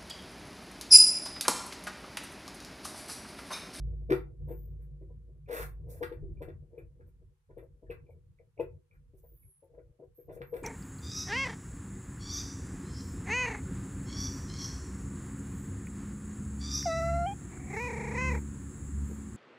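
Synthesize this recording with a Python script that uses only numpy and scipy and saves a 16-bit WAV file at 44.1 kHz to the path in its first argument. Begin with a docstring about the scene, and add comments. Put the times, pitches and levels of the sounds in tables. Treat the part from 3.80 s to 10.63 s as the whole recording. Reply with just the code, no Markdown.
"""Hands turn a small screwdriver in a plastic lamp housing on a hollow workbench, close to a phone.
A low wavering hum is there from the start, and strong knocks soon ring the bench top and rattle the housing.
Gritty scrapes, light pings of the shell and thin squeaks of hiss come in between; the hum's steady tone
fades out after about two seconds, leaving a murmur that swells and sinks. More knocks follow, one of them
hard at 4.8 s, then faint taps and a closing flurry. A small room answers, over faint microphone hiss."""
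import sys
import numpy as np
from scipy import signal
from scipy.io import wavfile
from scipy.ndimage import uniform_filter1d

SR = 44100
rng = np.random.default_rng(int(sys.argv[2]) if len(sys.argv) > 2 else 0)


def int16_out(signal):
    """Quantize to a 16-bit WAV file."""
    q = np.round(np.clip(np.atleast_2d(signal).T, -1, 1) * 32767)
    wavfile.write(sys.argv[1], SR, q.astype(np.int16))


def voltage_ratio(decibels):
    """Convert decibels (scalar or array-like) to amplitude ratios, 20 dB per decade."""
    exponent = np.asarray(decibels, float) / 20
    return 10 ** exponent


N = 301323  # length of the scene in samples

# microphone hiss: (frequency [Hz], relative level per Hz [dB])
HISS_SPECTRUM = [(700, 0.5), (1300, -4.5), (5000, -14), (11800, -12.5), (12900, -24), (15800, -24.5)]
HISS_DB = -87.5
# swells of the hum: (start [s], length [s], hum level at the start [dB], fade [dB per s],
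# rumble relative to the hum [dB])
HUM_SWELLS = [(-.1, 0.59, -29.5, 27.5, -11), (0.408, 0.17, -52, 4, 1.5), (0.546, 1.37, -38, 14, -6),
              (1.753, 1.1, -41, 14.5, -7.5), (2.247, 0.16, -49.5, 5, 0), (2.383, 0.73, -37, 41.5, -2.5),
              (2.958, 0.59, -52, 6, -7), (3.654, 0.37, -53, 10, -6.5), (4.014, 0.7, -46.5, 34.5, -1.5),
              (4.758, 0.26, -45.5, 56, -3), (5.083, 0.504, -60, -11, -8), (5.577, 0.13, -56.5, 17, 1),
              (5.859, 0.29, -63, -23, -2.5), (6.217, 0.14, -63.5, 6, -7), (6.42, 0.54, -55, -4, 0.5)]
SWELL_RISE_S, SWELL_DROP_S, QUIET_DB = 0.073, 0.047, -72.5
# faint steady tones above the hum: (frequency [Hz], relative level [dB])
UPPER_HUM_TONES = [(110, -19.5), (150, -11.5), (352, -28.5)]
TONE_ENDS_S, TONE_FADE_S = 2.33, 0.3  # the steady tones are gone at the first; the fade comes just before
# rumble bands above the hum: (frequency [Hz], width [Hz], relative level [dB])
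RUMBLE_BANDS = [(86.3, 18, -2), (110.6, 16, -5.5), (142.75, 17, -5.5), (235, 19, -24.5)]
# how long the small room rings: (frequency [Hz], time to fall by 60 dB [s])
ROOM_DECAY = [(300, 0.39), (1500, 0.25), (3500, 0.24), (12000, 0.25)]
# thin squeaks of hiss: (start [s], length [s], level before the swell [dB], first pitch [Hz], last pitch [Hz])
SKIN_SQUEAKS = [(0.663, 0.22, -65, 13740, 14570), (5.411, 0.21, -67, 14700, 14970),
                (5.524, 0.22, -69.5, 11470, 11270), (5.591, 0.24, -66.5, 10600, 10760),
                (6.344, 0.11, -63.5, 12740, 13150), (6.616, 0.25, -66.5, 11800, 13660)]
# light touches that ring one mode of the shell, and the bright cracks of the knocks at 4.1 s and 4.8 s: (start
# [s], frequency [Hz], starting level [dB])
SHELL_PINGS = [(3.782, 2030, -64.5), (1.659, 2330, -65.5), (2.57, 2330, -71), (2.979, 2400, -56.5),
               (4.065, 1670, -61), (4.265, 2330, -68), (4.305, 2270, -68.5), (4.102, 2565, -47),
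               (4.584, 2220, -65.5), (4.775, 2330, -59), (4.796, 2570, -49), (5.11, 2380, -63.5),
               (5.63, 2230, -65.5)]
PING_RISE_S, PING_T60_S, PING_WIDTH_HZ = 0.0022, 0.049, 260
# ringing of the housing shell: (frequency [Hz], width [Hz], relative level [dB])
SHELL_MODES = [(1650, 77, -7.5), (2026, 250, -4.5), (2330, 130, -4), (2680, 89, -9.5), (3520, 210, -12.5)]
# colour of the housing rattle: (frequency [Hz], relative level per Hz [dB])
RATTLE_COLOUR = [(600, -2.5), (1000, 7.5), (1280, 6), (1650, 9), (2450, 1.5), (3000, -8), (4200, -8.5),
                 (6500, -20.5)]
# colour of the metal tip, lowest rasp first: (frequency [Hz], relative level per Hz [dB])
TIP_COLOUR = [(3200, -8.5), (7000, -2.5), (9000, 1), (13000, 4.5), (15500, 0.5), (16000, -20.5)]
# ringing of the bench top: (frequency [Hz], relative level [dB], time to fall by 60 dB if not held [s],
# left minus right [dB])
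BENCH_MODES = [(134.1, -11.5, 0.18, 2.5), (337.8, -1.5, 0.14, 4.5), (376.4, -5, 0.21, 2),
               (480.3, 3.5, 0.097, 6.5), (537.1, -10.5, 0.15, 4.5), (634.8, -10.5, 0.11, -3),
               (745, -25.5, 0.17, 11), (883.4, -26, 0.15, 9), (988, -25, 0.11, -6),
               (1090.5, -28.5, 0.055, -5.5)]
# faint shuffling on the bench: force when the rumble is at -55 dB, and its change in dB per dB of rumble
SHUFFLE_DB, SHUFFLE_FOLLOWS = -73, 0.94
# scrapes: (start [s], length [s], starting force on the bench [dB], on the housing [dB], at the tip [dB])
SCRAPE_STROKES = [(0.974, 0.093, -77, -84, -75), (1.668, 0.18, -35, -50, -50),
                  (2.052, 0.16, -49.5, -76.5, -67.5), (2.078, 0.062, -68, -80, -55.5),
                  (2.89, 0.16, -59.5, -88, -87), (4.248, 0.14, -65.5, -100, -93.5),
                  (4.766, 0.028, -49, -81, -88.5), (5.091, 0.092, -75, -80, -79),
                  (3.244, 0.066, -77, -84, -76), (5.361, .05, -71, -96, -65),
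                  (6.505, 0.064, -54.5, -73.5, -64), (5.85, .4, -67, -94, -95),
                  (6.71, 0.12, -42.5, -73.5, -70.5)]
# for bench, housing and tip: (share of the stroke until full force [0 to 1])
FULL_GRIP_SHARE = [0.15, 0.34, 0.53]
# for bench, housing and tip: (change of force over the stroke [dB])
FORCE_CHANGE_DB = [-10.5, 5, 1.5]
LIFT_S = 0.031  # how long the hand takes to let go
# knocks: (time [s], peak of the thud [dB], tilt towards the low bench modes [dB],
# housing force relative to the thud [dB], tip force relative to the thud [dB])
BENCH_KNOCKS = [(0.294, -27, -0.5, -17.5, -34), (0.311, -16, 3, -22, -38.5),
                (0.677, -43.5, -4.5, -22.5, -22.5), (0.706, -34.5, 0.5, -28, -31),
                (1.213, -47, 3.5, -32.5, -31.5), (1.297, -53, -6.5, -33, -40), (2.211, -30, -5.5, -45, -38),
                (2.219, -31, 0.5, -13, -27), (2.315, -34, -2.5, -25.5, -36.5),
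                (2.428, -42.5, 9, -44.5, -47), (2.491, -44.5, 13, -47, -50), (2.61, -32, -1.5, -24, -31.5),
                (2.677, -38.5, -0.5, -25.5, -39), (2.927, -50, 3.5, -42.5, -48),
                (2.974, -39, 0.5, -28, -31), (3.198, -52, -1.5, -21, -43), (3.696, -51, -4, -26, -41),
                (3.77, -37.5, -0.5, -24.5, -29.5), (3.823, -45, -6, -39, -30.5),
                (4.025, -46, 3.5, -44, -37), (4.097, -33, -0.5, -21, -32), (4.292, -49.5, -19, -41, -24),
                (4.599, -53.5, -7, -25, -38), (4.794, -22, -3.5, -32, -41), (5.337, -54, 6, -31, -23),
                (5.437, -53.5, -10, -26, -22.5), (5.827, -52.5, -5.5, -32, -23),
                (5.939, -53, -4.5, -24, -40), (5.976, -43.5, -2.5, -30, -42), (6.196, -46.5, 1.5, -33, -48),
                (6.224, -44, 0.5, -39.5, -37), (6.384, -45, 3, -30, -36), (6.484, -40.5, -3, -25, -37),
                (6.499, -39, -3.5, -32, -42), (6.56, -38.5, -2, -30, -43), (6.606, -36.5, 0, -17.5, -33.5),
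                (6.73, -29.5, -8.5, -25, -31), (6.754, -36, -3, -21.5, -27), (6.824, -35.5, 5, -29, -41)]
CONTACT_S = 0.0071  # how long a landing takes to reach full load
SNAP_S = 0.011  # the housing snap is strongest this long after the knock's listed time
LEFT_LAG_SAMPLES = 15  # sound through the air reaches the left side later


def evened(x):
    """Scales a sound to rms 1."""
    return x / np.sqrt(np.mean(x ** 2) + 1e-20)


def read(points, hz):
    """Reads a table at the frequencies hz, along a logarithmic frequency scale."""
    f, value = np.transpose(points)
    return np.interp(np.log(hz + 1), np.log(f + 1), value)


def add(mix, s, sound):
    """Lays a sound into the mix at s seconds."""
    part = mix[..., round(s * SR):][..., :sound.shape[-1]]
    part += sound[..., :part.shape[-1]]


def colour(x, points):
    """Gives noise the listed spectrum with a short filter of energy 1."""
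    hz = np.linspace(0, SR / 2, 257)
    outside = (hz < points[0][0]) | (hz > points[-1][0])
    taps = signal.firwin2(255, hz, voltage_ratio(np.where(outside, -80, read(points, hz))), fs=SR)
    return signal.oaconvolve(x, (taps / np.linalg.norm(taps))[None], "same", axes=1)


def resonate(x, hz, width):
    """A resonance that follows the curve hz: shift it down to zero, smooth twice, shift back up."""
    turn = np.exp(2j * np.pi * np.cumsum(hz * np.ones(x.shape[-1])) / SR)
    r = np.exp(-np.pi * width / SR)
    once = signal.lfilter([1 - r], [1, -r], x / turn)
    twice = signal.lfilter([1 - r], [1, -r], once)
    return 2 * (turn * twice).real


def ramp(t, length, rise, drop):
    """Smooth rise, hold and drop within a span."""
    return np.sin(np.pi / 2 * np.clip(np.minimum(t / rise, (length - t) / drop), 0, 1)) ** 2


def grit(shape, per_s, spread_db):
    """Sparse contacts of random sign and very uneven size, rms 1."""
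    size = voltage_ratio(spread_db * np.minimum(rng.exponential(1, shape), 4))
    happens = rng.random(shape) < per_s / SR
    return evened(size * rng.standard_normal(shape) * happens)


def microphone_hiss():
    """Steady coloured noise, independent in the two microphones."""
    return voltage_ratio(HISS_DB) * colour(rng.standard_normal((2, N)), HISS_SPECTRUM)


def room(x):
    """Sparse echoes of random sign, each band dying at its own speed, other echoes for each side."""
    taps = np.zeros((2, SR // 2))
    at = np.arange(200, SR // 2 - 20, 20)
    at = at + rng.integers(0, 20, (2, len(at)))
    np.put_along_axis(taps, at, rng.choice([-1., 1.], at.shape), 1)
    hz, t, z = signal.stft(taps, SR, nperseg=256)
    decay = voltage_ratio(-60 * t / read(ROOM_DECAY, hz)[:, None])
    tail = signal.istft(z * decay, SR, nperseg=256)[1]
    return signal.fftconvolve(x[None], tail / np.linalg.norm(tail[0]), axes=1)[:, :N]


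def swells():
    """Gains of the hum and of the rumble: each swell rises, changes steadily in dB and drops out."""
    t, gains = np.arange(N) / SR, np.full((2, N), voltage_ratio(QUIET_DB))
    for s, length, db, fade, rumble_db in HUM_SWELLS:
        level = voltage_ratio(db - fade * np.clip(t - s, 0, length))
        swell = level * ramp(t - s, length, SWELL_RISE_S, SWELL_DROP_S)
        gains += swell * voltage_ratio([[0], [rumble_db]])
    return gains


def hum(tone_gain, rumble_gain):
    """A wavering low tone, murmur and rumble bands through the bench, much alike in both microphones."""
    noise = rng.standard_normal((4, N))
    waver_hz = 1.7 * evened(uniform_filter1d(uniform_filter1d(noise[3], 2500), 2500))
    noise = noise[0] + 0.47 * noise[1:3]  # a shared part and one for each side
    turns = np.cumsum(54 + waver_hz) / SR + np.array([[0], [.07]])  # one side hears it a little ahead
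    steady = np.clip((TONE_ENDS_S - np.arange(N) / SR) / TONE_FADE_S, 0, 1)
    upper = sum(voltage_ratio(db) * np.sin(2 * np.pi * np.cumsum(hz + 1.5 * waver_hz) / SR)
                for hz, db in UPPER_HUM_TONES)
    # the murmur is stronger once the steady tone has gone
    murmur = (.75 - .45 * steady) * evened(resonate(noise, 50, 33))
    tone = steady * (1.39 * np.sin(2 * np.pi * turns) + upper) + murmur
    rumble = sum(voltage_ratio(db) * resonate(noise, hz, width) / np.sqrt(width) for hz, width, db in RUMBLE_BANDS)
    rumble = evened(rumble * voltage_ratio(1.6 * waver_hz))  # swells as the tone rises in pitch
    return tone_gain * tone + rumble_gain * rumble


def squeaks():
    """Narrow gliding bands of hiss as skin slides on the handle."""
    out = np.zeros(N)
    for s, length, db, first_hz, last_hz in SKIN_SQUEAKS:
        hz = np.linspace(first_hz, last_hz, round(length * SR))
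        # rises a little faster than it sinks
        swell = abs(np.sin(np.linspace(0, np.pi, len(hz)) ** 0.79 * np.pi ** .2))
        band = evened(resonate(rng.standard_normal(len(hz)), hz, width=310))
        add(out, s, voltage_ratio(db) * swell * band)
    return out


def pings():
    """Short gritty touches and snaps, each heard through one narrow resonance of the plastic shell."""
    out, t = np.zeros(N), np.arange(SR // 12) / SR
    for s, hz, db in SHELL_PINGS:
        ringing = evened(resonate(grit(len(t), per_s=5900, spread_db=2.5), hz, PING_WIDTH_HZ))
        add(out, s, voltage_ratio(db - 60 * t / PING_T60_S) * np.minimum(t / PING_RISE_S, 1) * ringing)
    return out


def bench_ring(low_db=0, spread_db=0, held=1):
    """Dying modes of the bench top; the spot struck favours some, and a pressing hand shortens them."""
    hz, db, t60, pan_db = np.transpose(BENCH_MODES)[..., None]
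    t, spot = np.arange(SR // 3) / SR, rng.standard_normal((2,) + hz.shape)
    db = db + np.where(hz < 420, low_db, -low_db) + spread_db * spot[0]
    hz = hz * (1 + 0.0037 * spread_db * spot[1])
    swing_in = (1 - np.exp(-t / 0.0027)) ** 2  # the top takes a moment to start moving
    modes = swing_in * voltage_ratio(db - 60 * held * t / t60) * np.sin(2 * np.pi * hz * t)
    return np.array([(voltage_ratio(side * pan_db / 2) * modes).sum(0) for side in (1, -1)])


def rubbing(rumble_gain):
    """Gritty sliding forces; rows: on the bench, on the housing, at the metal tip, and the shuffling."""
    out, grip, change_db = np.zeros((4, N)), np.c_[FULL_GRIP_SHARE], np.c_[FORCE_CHANGE_DB]
    for s, length, *levels_db in SCRAPE_STROKES:
        t = np.arange(0, length, 1 / SR)
        # a stroke loads the bench first, then housing and tip
        rub = voltage_ratio(np.c_[levels_db] + change_db * t / length) * ramp(t, length, grip * length, LIFT_S)
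        clumps = evened(uniform_filter1d(rng.standard_normal(len(t)), 250))  # slips come in clumps
        bench_grit = voltage_ratio(0.95 * clumps) * grit(len(t), per_s=4000, spread_db=3.5)
        add(out[:1], s, rub[:1] * bench_grit)
        part_grit = evened(voltage_ratio(2.7 * clumps)) * grit(rub[1:].shape, per_s=5000, spread_db=2.5)
        add(out[1:3], s, rub[1:] * part_grit)
    lumps = voltage_ratio(6.2 * evened(uniform_filter1d(rng.standard_normal(N), 1500)))
    shuffle = voltage_ratio(SHUFFLE_DB) * (rumble_gain / voltage_ratio(-55)) ** SHUFFLE_FOLLOWS
    out[3] = shuffle * evened(lumps) * rng.standard_normal(N)
    return out


def knocks():
    """Bench thuds in two channels from soft gritty landings, and the snapping forces on housing and tip."""
    wood, force, t = np.zeros((2, N)), np.zeros((2, N)), np.arange(4000) / SR
    for s, db, low_db, rattle_db, click_db in BENCH_KNOCKS:
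        # a soft, skidding landing; then the part rocks a little longer in separate small contacts
        landing = np.sin(np.pi * np.minimum(t / CONTACT_S, 2) / 2) ** 2
        settle = 0.43 * np.exp(-t / (3.2 * CONTACT_S)) * np.minimum(t / CONTACT_S, 1)
        rocking = grit(len(t), per_s=320, spread_db=1.8)
        press = landing * grit(len(t), per_s=3000, spread_db=1.5) + settle * rocking
        press = uniform_filter1d(press, size=12)
        thud = signal.fftconvolve(press[None], bench_ring(low_db, spread_db=1.46), axes=1)
        add(wood, s - .009, voltage_ratio(db) * thud / abs(thud.mean(0)).max())
        late = t - CONTACT_S  # the housing snaps at full load
        blow = np.exp(np.minimum(late / 0.003, -late / 0.011))
        rocking_size = uniform_filter1d(abs(rocking), size=60) / abs(rocking).mean()
        crack = blow + 0.34 * (late > 0) * np.exp(-late / 0.01) * rocking_size
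        snaps = crack * grit((2, len(t)), per_s=6000, spread_db=6.0)
        # the blow, not the luck of the grit, sets the energy
        snaps *= np.linalg.norm(crack) / np.linalg.norm(snaps, axis=1, keepdims=True)
        add(force, s - CONTACT_S + SNAP_S, voltage_ratio(db + np.array([[rattle_db], [click_db]])) * snaps)
    return wood, force


def scene():
    """Bench through the table, housing and tip through the air, then the room and the hum."""
    tone_gain, rumble_gain = swells()
    wood, (snap, tick) = knocks()
    slide, rattle, rasp, shuffle = rubbing(rumble_gain)
    for drive, ring in ((slide, bench_ring(low_db=-5.5, held=1.4)), (shuffle, bench_ring())):
        ring = ring / np.linalg.norm(ring.mean(0))
        wood = wood + signal.oaconvolve(drive[None], ring, axes=1)[:, :N]
    housing = snap + rattle
    # wide and narrow modes are evened out by their width
    shell = sum(voltage_ratio(db) * resonate(housing, hz, width) * np.sqrt(1500 / width)
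                for hz, width, db in SHELL_MODES)
    air = shell + colour(housing[None], RATTLE_COLOUR)[0] + pings()
    # a tap of the tip lacks the lowest rasp
    tip = colour(rasp[None], TIP_COLOUR)[0] + colour(tick[None], TIP_COLOUR[1:])[0]
    bright = tip + squeaks()
    # the hand works right of the phone: the left side hears it later, and its treble softer
    direct = np.array([np.roll(air, LEFT_LAG_SAMPLES), air])
    direct = direct + np.array([np.roll(bright, LEFT_LAG_SAMPLES), bright]) * voltage_ratio([[-4.5], [-1.2]])
    echoes = voltage_ratio(-13.5) * room(wood.mean(0)) + voltage_ratio(-1.5) * room(air + bright)
    return wood + direct + echoes + hum(tone_gain, rumble_gain)


def suppress(x, floor_db, slope):
    """Noise suppressor: each small band is turned down the nearer it comes to a fixed floor."""
    z = signal.stft(x, nperseg=1024, noverlap=768)[2]
    power = uniform_filter1d((abs(z) ** 2).mean(0), size=3, axis=1)
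    gain = (power / (power + voltage_ratio(2 * floor_db))) ** slope
    return signal.istft(z * gain, nperseg=1024, noverlap=768)[1][:, :N]


def low_pass(x):
    """Removes everything above the highest recorded frequency."""
    return signal.sosfilt(signal.butter(12, 15730, fs=SR, output="sos"), x)


def record(dry):
    """The microphone drops the deepest bass, the suppressor cuts faint tails, and faint hiss stays."""
    dry = signal.sosfilt(signal.butter(2, 40, "highpass", fs=SR, output="sos"), dry)
    mix = suppress(dry, floor_db=-100, slope=1.0) + microphone_hiss()
    return low_pass(mix)


dry = scene()
out = record(dry)
int16_out(out)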